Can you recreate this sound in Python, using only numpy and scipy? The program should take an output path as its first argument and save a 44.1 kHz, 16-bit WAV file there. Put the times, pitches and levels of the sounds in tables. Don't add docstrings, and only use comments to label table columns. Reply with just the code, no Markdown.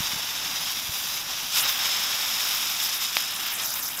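import sys
import numpy as np
from scipy import signal
from scipy.fft import rfft, irfft
from scipy.io import wavfile

SR = 44100
rng = np.random.default_rng(int(sys.argv[2]) if len(sys.argv) > 2 else 0)


def inscribe(sig):
    pcm = np.round(np.clip(np.atleast_2d(sig).T, -1, 1) * 32767)
    wavfile.write(sys.argv[1], SR, pcm.astype(np.int16))


N = 176400
TIME_S = np.arange(N) / SR
TOP_HZ = 15750
HOP, WINDOW = 128, 512
HZ, FRAME_S = np.fft.rfftfreq(WINDOW, 1 / SR), np.arange(N // HOP + 3) * HOP / SR


def amp(db):
    return 10 ** (np.asarray(db) / 20)


def unit(x):
    return x / np.sqrt(np.mean(x ** 2) + 1e-20)


def curve(table, s):
    times, *columns = np.transpose(table)
    return [np.interp(s, times, column) for column in columns]


def colour(spectrum, hz):
    points_hz, db = np.transpose(spectrum)
    return amp(np.interp(np.log(hz + 1), np.log(points_hz), db))


def add(mix, s, sound):
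    part = mix[max(round(s * SR), 0):][:len(sound)]
    part += sound[:len(part)]


def outdoor_rumble():
    # frequency in Hz, relative level in dB.
    spectrum = [(15, -20), (35, -16), (70, -3.5), (110, -3.5), (210, 0), (320, -3), (450, -15.5),
                (1500, -27)]
    # time in seconds, level in dB.
    levels = [(.35, -53.5), (.5, -46.5), (.65, -53), (3.4, -54.5), (4, -52.5)]
    noise = irfft(rfft(rng.standard_normal(N)) * colour(spectrum, np.fft.rfftfreq(N, 1 / SR)), N)
    return amp(*curve(levels, TIME_S)) * unit(noise)


def air_bump(db, hz, cycles=0.3):
    t = TIME_S[:SR // 10]
    age = t * hz / cycles
    return amp(db) * age * np.exp(1 - age) * np.sin(2 * np.pi * hz * t)


def comb(delay_s, strength):
    reflection = np.clip(strength, 0, .9)
    return (1 + reflection * np.exp(-2j * np.pi * HZ[:, None] * delay_s)) / np.sqrt(1 + reflection ** 2)


def paving_echo(strength=.31, full_hz=9000):
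    # time in seconds, delay in milliseconds.
    delays = [(0, 1.07), (.45, 1.13), (.53, 1.02), (.62, 1.0), (.69, .885), (1.2, .8), (1.3, .672),
              (1.58, .655), (1.7, .81), (1.83, .925), (1.97, .932), (2.04, .88), (3.24, .86), (3.28, .74),
              (3.5, .665)]
    treble = np.minimum(HZ[:, None] / full_hz, 1)
    sharpness = np.interp(FRAME_S, [1.95, N / SR], [1, .5])
    return comb(curve(delays, FRAME_S)[0] / 1000, strength * sharpness * treble)


def flicker(rate_hz, width_hz, slowest_hz=6.8):
    noise = np.fft.fft2(rng.standard_normal((len(HZ), len(FRAME_S))))
    ripples_per_hz = np.fft.fftfreq(len(HZ), HZ[1])[:, None]
    motion_hz = np.fft.fftfreq(len(FRAME_S), HOP / SR)
    widths = np.exp(-(ripples_per_hz * width_hz) ** 2)
    rates = (1 - np.exp(-(motion_hz / slowest_hz) ** 2)) / (1 + (motion_hz / rate_hz) ** 2)
    return unit(np.fft.ifft2(noise * widths * rates).real)


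def flutter(rate_hz, whole_db, patch_db, patch_hz):
    return whole_db * flicker(rate_hz, SR) + patch_db * flicker(rate_hz, patch_hz)


def burn(levels, spectrum, shape, sparks_per_s, spread_db, sparks_db, crossovers_hz=(2300, 8000)):
    size = (len(FRAME_S) - 1) * HOP
    grains = amp(spread_db * np.minimum(rng.exponential(1, size), 4)) * rng.choice([-1, 1], size)
    sparks = unit(grains * (rng.random(size) < sparks_per_s / SR))
    fizz = unit(rng.standard_normal(size) + amp(sparks_db) * sparks)
    frames = signal.stft(fizz, nperseg=WINDOW, noverlap=WINDOW - HOP)[2]
    body, below_treble = (1 / (1 + (HZ / edge) ** 10) for edge in crossovers_hz)
    bands = body, below_treble - body, 1 - below_treble
    tones = [unit(colour(spectrum, HZ) * np.sqrt(abs(band))) for band in bands]
    power = sum(np.outer(tone, amp(db)) ** 2 for tone, db in zip(tones, curve(levels, FRAME_S)))
    flame = frames * np.sqrt(power) * shape * paving_echo()
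    return signal.istft(flame, nperseg=WINDOW, noverlap=WINDOW - HOP)[1][:N]


def fuse():
    # time in seconds, then body, hiss and treble levels in dB.
    levels = [(0.0, -35.5, -29, -34.5), (0.26, -39, -31.5, -37.5), (0.5, -38.5, -31.3, -37.5),
              (0.68, -39, -29.5, -35.5), (0.88, -42, -34, -37), (0.95, -39.5, -31.0, -33.5),
              (1.2, -39, -31.0, -36), (1.245, -42, -36, -40.5), (1.31, -38.5, -30.5, -38.0),
              (1.5, -41.5, -32.5, -37)]
    # frequency in Hz, relative level in dB.
    spectrum = [(100, -16.5), (430, -19), (800, -6.5), (1300, -6), (1900, -7.5), (2700, -3.5), (3850, 0.5),
                (4150, -6.5), (4450, -9.5), (4800, -1.5), (5350, 0.5), (6000, -3.5), (7200, -8.5),
                (8500, -17.5), (10500, -11), (11900, -12), (13500, -7), (15500, -18)]
    uneven = amp(flutter(rate_hz=36, whole_db=0.53, patch_db=0.78, patch_hz=3000))
    return burn(levels, spectrum, uneven, sparks_per_s=1500, spread_db=3.0, sparks_db=-5.5)


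def grain_pop(swing_ms=0.29, tail_db=-33, tail_t60_s=0.22):
    # delay in milliseconds, level in dB against the direct crack.
    echoes = [(.36, -26), (.85, -12), (2.4, -21), (14.6, -16)]
    t = TIME_S[:SR // 4]
    cycle = t * 1000 / swing_ms
    crack = -np.tanh(2 * np.sin(2 * np.pi * cycle)) * (cycle < 1)
    scatter = unit(signal.fftconvolve(rng.standard_normal(len(t)), crack)[:len(t)])
    pop = crack + amp(tail_db - 60 * t / tail_t60_s) * scatter
    add(pop, 0, air_bump(db=-21, hz=700, cycles=0.33))
    for delay_ms, db in echoes:
        add(pop, delay_ms / 1000, amp(db) * crack)
    return pop


def nozzle_swish():
    # time in seconds, lowest notch in Hz, echo strength from 0 to 1.
    swings = [(1.59, 9100, 0), (1.615, 3780, 0.65), (1.65, 10200, 0.4), (1.73, 8700, 0.3),
              (1.85, 8300, 0.17), (2.93, 9000, 0.08), (2.985, 6300, 0.22), (3.05, 9000, 0),
              (3.36, 5100, 0.25), (3.44, 6540, 0.38), (3.505, 9500, 0.26), (3.53, 6000, .6),
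              (3.57, 4330, 0.5), (3.605, 6200, 0.34), (3.655, 2960, 0.53), (3.73, 2760, 0.46),
              (3.78, 8040, 0.27), (3.825, 3120, 0.6), (3.88, 2900, 0.5), (3.94, 7700, 0.23), (4, 2870, 0.7)]
    notch_hz, strength = curve(swings, FRAME_S)
    blur = 1 / (1 + (HZ[:, None] / (4 * notch_hz)) ** 4)
    return comb(.5 / notch_hz, strength * blur)


def jet(whistle_hz=5160, whistle_width_hz=220):
    # time in seconds, then body, hiss and treble levels in dB.
    levels = [(1.5, -43.5, -34, -39), (1.578, -31.8, -20.5, -26), (1.607, -35.5, -25, -25),
              (1.66, -34.5, -26.3, -33), (1.695, -35, -25, -25.5), (1.735, -38.5, -29, -32),
              (1.785, -37.5, -29.3, -34.5), (1.82, -34.5, -26, -33.5), (1.895, -36.5, -26.5, -32.5),
              (2.0, -36, -27.5, -34.5), (2.3, -37.5, -28.5, -33.5), (2.5, -37, -27.5, -31.5),
              (2.78, -39.5, -29.5, -34), (2.85, -38.0, -27, -28.5), (2.91, -38.5, -30, -36),
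              (2.96, -37.5, -28.5, -30.5), (2.99, -41.5, -34.5, -37), (3.02, -39.0, -27, -32),
              (3.12, -40, -33, -38), (3.16, -41, -28.5, -34), (3.225, -38, -29.5, -34.5),
              (3.25, -41, -31.5, -39.5), (3.375, -40, -31.5, -37), (3.49, -39.5, -29, -36),
              (3.565, -40.5, -32, -34), (3.605, -36, -26.5, -37), (3.65, -40, -31, -32.5),
              (3.8, -40, -33.5, -34), (3.84, -41.5, -33, -32.5), (3.96, -43.5, -35.5, -38),
              (4.0, -40.5, -33, -32.5)]
    # frequency in Hz, relative level in dB.
    spectrum = [(200, -24), (440, -22.5), (800, -11), (1300, -8), (2000, -9.5), (2700, -6.5), (3850, -2.5),
                (4230, -12), (4700, -8.5), (5150, -2), (5650, -5.5), (7200, -9.5), (8500, -16),
                (10800, -13), (13400, -9.5), (14400, -13), (15500, -18)]
    # time in seconds, boost in dB.
    resonance = [(1.55, 3.5), (1.72, 1.5), (1.85, 4.5), (2.5, 4.9), (3.25, 5.6), (3.45, 2.5), (4, 2)]
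    treble = np.minimum(HZ[:, None] / TOP_HZ, 1)
    uneven_db = flutter(rate_hz=47, whole_db=0.33, patch_db=0.71, patch_hz=4500)
    sputter_db = flutter(rate_hz=260, whole_db=1.0, patch_db=1.5, patch_hz=4000) * np.sqrt(treble)
    sputter_db *= np.interp(FRAME_S, [2.82, 3.18], [1, 2.25])
    sizzle_db = np.interp(FRAME_S, [3.3, N / SR], [0, 3.5]) * treble ** 6
    detuning = 2 * (HZ[:, None] - whistle_hz) / whistle_width_hz
    whistle_db = curve(resonance, FRAME_S)[0] / (1 + detuning ** 2)
    shape = amp(uneven_db + sputter_db + sizzle_db + whistle_db) * nozzle_swish()
    return burn(levels, spectrum, shape, sparks_per_s=2500, spread_db=2.0, sparks_db=-7.5)


def scene(catch_s=1.51, crossfade_s=0.033, pop_s=3.1688):
    # start in seconds, level in dB, pitch in Hz.
    bumps = [(.004, -25.5, 145), (.04, -42, 80), (0.134, -35.5, 179), (.16, -34, 150), (0.892, -31.5, 111)]
    lit = np.clip((TIME_S - catch_s) / crossfade_s + .5, 0, 1)
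    mix = outdoor_rumble() + np.sqrt(1 - lit) * fuse() + np.sqrt(lit) * jet()
    add(mix, pop_s, amp(-3) * grain_pop())
    for start_s, db, hz in bumps:
        add(mix, start_s, air_bump(db, hz))
    return mix[None]


def record(dry):
    low_pass = signal.firwin(511, TOP_HZ, window=("kaiser", 9), fs=SR)
    return signal.oaconvolve(dry, low_pass[None], "same")


dry = scene()
out = record(dry)
inscribe(out)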